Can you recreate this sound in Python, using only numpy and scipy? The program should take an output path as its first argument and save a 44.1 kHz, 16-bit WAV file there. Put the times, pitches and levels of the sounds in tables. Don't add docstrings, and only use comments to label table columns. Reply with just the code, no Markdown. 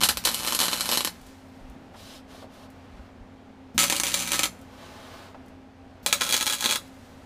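import sys
import numpy as np
from scipy import signal
from scipy.fft import rfft, irfft
from scipy.io import wavfile
from scipy.ndimage import uniform_filter1d

SR = 44100
rng = np.random.default_rng(int(sys.argv[2]) if len(sys.argv) > 2 else 0)


def waveform_to_disk(signal):
    frames = np.transpose(np.atleast_2d(signal))
    scaled = np.clip(frames, -1, 1) * 32767
    samples = np.round(scaled).astype(np.int16)
    wavfile.write(sys.argv[1], SR, samples)


N = 319725
T = np.arange(N) / SR

MAINS_HZ = 60
HALF_CYCLE_S = 1 / (2 * MAINS_HZ)
TRIGGER_LEAD_S = .03
RUN_FADE_DB, RUN_SCATTER_DB = 10.5, 2
TOP_HZ = 15300

# start_s, end_s, crackle_db, transformer_hum_db, sizzle_db, sizzle_fading_db_per_s
WELDS = [(-0.001, 1.077, -31.5, 1.5, -54.5, 22), (3.774, 4.448, -31, 3, -59, 22),
         (6.059, 6.764, -31, -6.5, -56, 12)]
# frequency_hz, level_db
GAS_COLOUR = [(1500, -17), (4000, -6.5), (5000, -5), (6500, -8.5), (11000, -12.5), (15500, -4)]
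# multiple_of_mains, level_db
LOAD_HUM = [(1, -57.5), (2, -61), (3, -53.5), (4, -56)]
# frequency_hz, level_db
SHOP_COLOUR = [(20, -9.5), (50, -5.5), (85, 0.5), (140, -8.5), (230, 0), (340, -10), (520, -7.5), (750, -9),
               (1100, -15), (2200, -21), (4500, -30), (8000, -39.5), (15000, -50)]
# pitch_hz, level_db, wander_width_hz
IDLE_HUM = [(61.6, -80, 11), (92.5, -58.5, 4), (186.5, -74.5, 10), (229, -69, 8), (263.7, -53.5, 3.2),
            (378, -70.5, 5), (800, -67, 18)]
# frequency_hz, level_db
SIZZLE_COLOUR = [(400, -8), (1200, 4), (4000, -0.5), (7000, -4), (12000, -10.5), (15500, -13)]
# start_s, level_db
TICKS = [(1.2146, -48), (1.267, -47), (1.699, -52), (2.7032, -51), (4.5916, -53), (4.6147, -48.5),
         (5.4611, -57), (5.4835, -55), (6.879, -53.5)]
# start_s, end_s, level_change_db
STALLS = [(0.068, 0.096, -22), (0.125, 0.239, -39), (0.573, 0.606, -10), (1.0, 1.084, -12),
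          (3.885, 3.86, -5), (3.991, 4.038, -18), (6.058, 6.108, -4), (6.111, 6.199, -11),
          (6.428, 6.456, -12), (6.555, 6.597, -5.5)]
# start_s, level_db, body_over_snap_db, run_length_s
POPS = [(0.014, -21.5, 9, 0), (0.0257, -19.5, 5, 0), (0.0352, -11.5, -1.5, 0.0094), (0.0403, -21, -5, 0),
        (0.0541, -21, -5, 0.0086), (0.0883, -19, -11, 0), (0.0907, -13.5, 0.5, 0), (0.1721, -20.5, -3, 0),
        (0.2522, -18.5, -10, 0), (0.2560, -18.5, 0, 0.016), (0.2731, -18, 7, 0), (0.2891, -23, 6, 0.004),
        (0.3452, -23.5, -10, 0), (0.4747, -21.5, 2.5, 0.017), (0.5236, -20.5, 1.5, 0.015),
        (0.5492, -19.5, -7, 0.0087), (0.591, -17.5, 1, 0), (0.6028, -16.5, 0, 0.014),
        (0.615, -18.5, 1.5, 0.064), (0.6828, -21, 4, 0), (0.7312, -24, 15.5, 0), (0.8083, -19, -1.5, 0),
        (0.8912, -19, 4, 0.012), (0.9154, -18.5, 2, 0.041), (0.9738, -16, 0, 0), (1.0071, -20.5, 6.5, 0),
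        (1.0484, -17.5, -1.5, 0), (1.0743, -24, 6, 0), (3.7795, -12.5, 2.5, 0), (3.7905, -15.5, -5, 0.044),
        (3.833, -17, 1, 0), (3.84, -15.5, -0.5, 0.0084), (3.8995, -15.5, 2, 0.0072), (3.9246, -16.5, 5, 0),
        (3.9652, -26, -12, 0), (3.9997, -16, -1, 0), (4.0354, -17, 0, 0), (4.0678, -20.5, 2, 0.018),
        (4.1423, -15.5, -2.5, 0), (4.1931, -27.5, -7, 0.03), (4.319, -17.5, -1, 0),
        (4.3332, -19.5, 4, 0.04), (4.393, -15, 2, 0), (4.4337, -16, 2.5, 0), (4.4407, -21, -3, 0),
        (4.4565, -22, 0.5, 0), (6.0626, -14, 0.5, 0.0043), (6.1275, -10, -1, 0), (6.2085, -29, 7, 0),
        (6.2113, -19, 7, 0), (6.219, -19, 8.5, 0.0071), (6.292, -23, -3, .012), (6.3098, -24, 1, 0.011),
        (6.3253, -16.5, -4, 0), (6.3343, -20.5, 2, 0), (6.342, -14.5, 2.5, 0.0092), (6.3663, -22, -7, 0),
        (6.3771, -23.5, -3, 0), (6.4104, -19.5, 5, 0), (6.4274, -20.5, 0, 0), (6.46, -24, -2, 0),
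        (6.4668, -19, 1, 0), (6.4763, -20, 2, 0), (6.499, -20.5, -2, 0.0051), (6.5256, -22.5, 0, 0.03),
        (6.6084, -24, -4, 0), (6.6252, -25, 7, 0), (6.6423, -20.5, 7, 0.021), (6.6594, -17, 1, 0.003),
        (6.692, -23, 11.5, 0.038), (6.7104, -18.5, -2, 0), (6.7242, -19.5, 3, 0.0074), (6.7585, -19, -1, 0)]
# frequency_hz, level_db
ARC_COLOUR = [(40, -46.5), (110, -16.5), (290, 1), (420, -9), (700, -8), (1000, -1.5), (1900, -3),
              (3100, 0), (4200, 1.5), (5100, -3), (7000, -2.5), (10000, -3), (13000, -9), (15500, -10)]
# pitch_hz, width_hz, level_db
PANEL_MODES = [
    [(538, 77, 9), (850, 230, 2.5), (1240, 71, -3), (3000, 87, 4.5), (4080, 130, -2), (4260, 240, -4.5),
     (5240, 340, -5), (9190, 210, -5), (11400, 360, 6)],
    [(560, 37, 10), (790, 21, 6.5), (1293, 13, 5.5), (2316, 370, -1.5), (3210, 110, -9.5),
     (3700, 120, -15.5), (6195, 150, 6), (7100, 350, -0.5), (9570, 300, -12)],
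    [(572, 31, 13.5), (873, 66, -1.5), (1327, 29, 5.5), (1630, 33, -1), (2360, 120, 1), (3347, 51, 8.5),
     (3950, 140, 3), (6540, 500, 0), (8840, 68, -20)],
]
# start_s, level_db, pitch_hz, decay_s (by 60 dB)
THUMPS = [(0.017, -35.5, 149, 0.053), (0.087, -43, 80, 0.078), (.14, -48.5, 40, .15), (0.238, -46, 50, .15),
          (1.194, -52, 33, 0.31), (1.604, -48, 26.1, 0.14), (1.639, -50, 40, .12), (1.686, -44, 54, .1),
          (1.748, -44.5, 200, 0.095), (1.94, -45.5, 895, 0.09), (2.343, -46, 668, 0.043),
          (2.421, -42, 580, 0.16), (2.928, -46.5, 45, 0.098), (2.984, -45, 70, 0.067),
          (3.189, -45.5, 35, 0.099), (3.745, -35.5, 168, 0.19), (3.757, -37, 59.7, .08),
          (5.344, -39, 734, 0.046)]
# start_s, end_s, light_brushing_db, pressed_scraping_db
STROKES = [(1.92, 2.217, -49, -67), (2.26, 2.457, -54, -53), (2.484, 2.675, -57.5, -55),
           (2.6, 3.15, -82, -60), (4.633, 5.35, -56, -47)]
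# frequency_hz, level_db
BRUSH_COLOUR = [(600, 0), (2200, -5), (3200, 1.5), (4800, -1.5), (7500, -8.5), (11500, -11.5), (15500, -18)]
# frequency_hz, level_db
SCRAPE_COLOUR = [(40, -38), (80, 1), (200, -12.5), (400, 0), (700, 2.5), (1100, 2), (2000, -6.5),
                 (4000, -10), (12000, -27)]


def undb(db):
    return 10 ** (np.asarray(db) / 20)


def unit(x):
    return x / np.sqrt(np.mean(x ** 2))


def ring(x, response):
    return signal.fftconvolve(x, response)[:len(x)]


def colour(x, points, size=4096):
    hz, db = np.transpose(points)
    f = np.maximum(np.arange(size // 2 + 1) * SR / size, 1)
    gain = undb(np.interp(np.log(f), np.log(hz), db))
    cepstrum = irfft(np.log(gain))
    cepstrum[1:size // 2] *= 2
    cepstrum[size // 2 + 1:] = 0
    response = irfft(np.exp(rfft(cepstrum)))
    return ring(x, response / np.linalg.norm(response))


def band(x, hz, width_hz):
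    return signal.lfilter(*signal.iirpeak(hz, hz / width_hz, fs=SR), x)


def walk(rate_hz):
    hold = int(SR / rate_hz)
    steps = rng.standard_normal(N)[np.arange(N) // hold]
    return unit(uniform_filter1d(uniform_filter1d(steps, hold), hold))


def spikes(times_s, sizes):
    places = np.round(np.asarray(times_s) * SR).astype(int)
    return np.bincount(np.clip(places, 0, N - 1), sizes, N)


def grains(spread_db):
    uneven = np.clip(rng.standard_normal(N), -2.5, 2.5)
    return unit(rng.standard_normal(N) * undb(spread_db * uneven))


def during(start, end):
    return 1. * ((T >= start) & (T < end))


def held(start, end, fall_db_per_s, rise_s=0.0087):
    rise = np.clip((T - start) / rise_s, 0, 1)
    return rise * undb(-fall_db_per_s * np.maximum(T - end, 0))


def tail(t60_s, rise_s, size=16384):
    t = np.arange(size) / SR
    cloud = rng.standard_normal(size) * undb(-60 * t / t60_s) * (1 - np.exp(-t / rise_s))
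    return cloud / np.linalg.norm(cloud)


def cabin(x, bounce_s=.00033, bounce=0.46, near_db=-5, cabin_db=-1, shop_db=-22, smooth_bins=101):
    near = undb(near_db) * tail(.02, 0.0004)
    steel_cabin = undb(cabin_db) * tail(.12, 0.0006)
    shop = undb(shop_db) * tail(.42, 0.012)
    response = near + steel_cabin + shop
    response[0] -= 1
    response[int(bounce_s * SR)] -= bounce
    power = uniform_filter1d(np.abs(rfft(response)) ** 2, smooth_bins)
    levelling = np.column_stack([np.linspace(1, SR / 2, len(power)), -10 * np.log10(power)])
    response = colour(response, levelling)
    return ring(x, response / np.linalg.norm(response))


def load(surge_db=10, surge_s=.1, run_on_s=0.058, fall_db_per_s=180):
    out = np.zeros(N)
    for start, end, _, hum_db, *_ in WELDS:
        on = start - TRIGGER_LEAD_S
        surge = surge_db * np.exp(-np.maximum(T - on, 0) / surge_s)
        out += undb(hum_db + surge) * held(on, end + run_on_s, fall_db_per_s)
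    return out


def transformer(waver_db=2):
    hum = np.zeros(N)
    for multiple, db in LOAD_HUM:
        level = undb(db + waver_db * walk(33))
        hum += level * np.sin(2 * np.pi * (multiple * MAINS_HZ * T + rng.random()))
    return np.sqrt(2) * load() * hum


def gas(gas_db=-52, after_s=0.011, flutter_db=1):
    valve = sum(during(start - TRIGGER_LEAD_S, end + after_s) for start, end, *_ in WELDS)
    hiss = colour(rng.standard_normal(N), GAS_COLOUR)
    return cabin(hiss * valve * undb(gas_db + flutter_db * walk(40.5)))


def workshop(air_db=-50, waver_db=2.0, drift_db=0.85, sag_db=6):
    out = undb(air_db + drift_db * walk(5.2)) * colour(rng.standard_normal(N), SHOP_COLOUR)
    sag = sag_db * np.minimum(load(), 1)
    for hz, db, width_hz in IDLE_HUM:
        phase = np.cumsum(hz + width_hz / 2 * walk(25)) / SR
        level = undb(db - sag + waver_db * walk(14))
        out = out + np.sqrt(2) * level * np.sin(2 * np.pi * phase)
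    return out


def sparks(flicker_db=1.0, tick_db=21, tick_hz=8000, tick_width_hz=11000, molten_db=7):
    heat = np.zeros(N)
    for start, end, _, _, db, cooling_db_per_s in WELDS:
        heat += undb(db + molten_db * during(start, end)) * held(start, end, cooling_db_per_s)
    sizzle = colour(grains(spread_db=6.5), SIZZLE_COLOUR) * heat * undb(flicker_db * walk(25))
    s, db = np.transpose(TICKS)
    ticks = band(spikes(s, undb(db + tick_db)), tick_hz, tick_width_hz)
    return cabin(sizzle + ticks)


def burst(shocks, spray_db=-5, spray_s=0.0014):
    keep = np.exp(-1 / (spray_s * SR))
    power = signal.lfilter([1 - keep], [1, -keep], shocks ** 2 + 1e-18)
    return shocks + undb(spray_db) * np.sqrt(power) * rng.standard_normal(N)


def crackle(start, jitter_s=.0007, scatter_db=5.0, snap_db=-3.0, fizz_db=-7):
    late, uneven = rng.standard_normal((N * 2 * MAINS_HZ // SR, 2)).T
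    times = np.arange(len(late)) * HALF_CYCLE_S + start % HALF_CYCLE_S + jitter_s * late
    snaps = unit(burst(spikes(times, undb(scatter_db * np.clip(uneven, -2, 1.3)))))
    current = np.cos(2 * np.pi * MAINS_HZ * (T - start)) ** 2
    fizz = unit(grains(spread_db=14.5) * current)
    stall_db = sum(db * during(since, until) for since, until, db in STALLS)
    return (undb(snap_db) * snaps + undb(fizz_db) * fizz) * undb(stall_db)


def pops(start, end, gain_db=20, body_hz=3500, jitter_s=.0004, count=8):
    rows = [row for row in POPS if start - .05 < row[0] < end + .05]
    first_s, first_db, body_db, run_s = np.transpose(rows)[:, :, None]
    late, uneven = np.moveaxis(rng.standard_normal((len(first_s), count, 2)), 2, 0)
    after_s = np.arange(count) * HALF_CYCLE_S
    repeat = after_s > 0
    in_run = after_s <= np.abs(run_s)
    s = first_s + after_s + repeat * jitter_s * late
    fade_db = RUN_FADE_DB * after_s / np.maximum(run_s, 1 / SR)
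    db = first_db + repeat * RUN_SCATTER_DB * uneven - fade_db
    low = signal.butter(1, body_hz, fs=SR)
    body = signal.lfilter(*low, burst(spikes(s[in_run], undb(db + body_db / 2)[in_run])))
    snap = burst(spikes(s[in_run], undb(db - body_db / 2)[in_run]))
    snap = snap - signal.lfilter(*low, snap)
    return undb(gain_db) * (body + snap)


def arc(panel_db=-1):
    out = np.zeros(N)
    for (start, end, crackle_db, *_), modes in zip(WELDS, PANEL_MODES):
        burning = during(start + .5 * HALF_CYCLE_S, end)
        x = cabin(pops(start, end) + undb(crackle_db) * crackle(start) * burning)
        panels = sum(undb(db) * band(x, hz, width_hz) for hz, width_hz, db in modes)
        out += x + undb(panel_db) * panels
    return colour(out, ARC_COLOUR)


def thumps(rise_s=.004, width=0.73, gain_db=6):
    out = np.zeros(N)
    for s, db, hz, t60_s in THUMPS:
        thud = tail(t60_s, rise_s)
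        for _ in range(2):
            thud = band(thud, hz, width * hz)
        out += ring(spikes([s], undb([db + gain_db])), thud / np.abs(thud).max())
    return out


def sleeve(catch_db=0.4, attack_share=0.3, release_share=0.18):
    brushing, scraping = np.zeros(N), np.zeros(N)
    for start, end, brush_db, scrape_db in STROKES:
        along = (T - start) / (end - start)
        speed = np.clip(np.minimum(along / attack_share, (1 - along) / release_share), 0, 1)
        brushing += undb(brush_db) * speed
        scraping += undb(scrape_db) * speed
    brush = colour(grains(spread_db=4), BRUSH_COLOUR) * brushing
    scrape = colour(grains(spread_db=10.5), SCRAPE_COLOUR) * scraping
    return cabin((brush + scrape) * undb(catch_db * walk(36)))


def scene():
    return (arc() + transformer() + workshop() + sparks() + sleeve() + thumps() + gas())[None]


def record(dry):
    low_pass = signal.ellip(10, .2, 70, TOP_HZ, fs=SR, output="sos")
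    return signal.sosfilt(low_pass, np.clip(dry, -1, 1))


dry = scene()
out = record(dry)
waveform_to_disk(out)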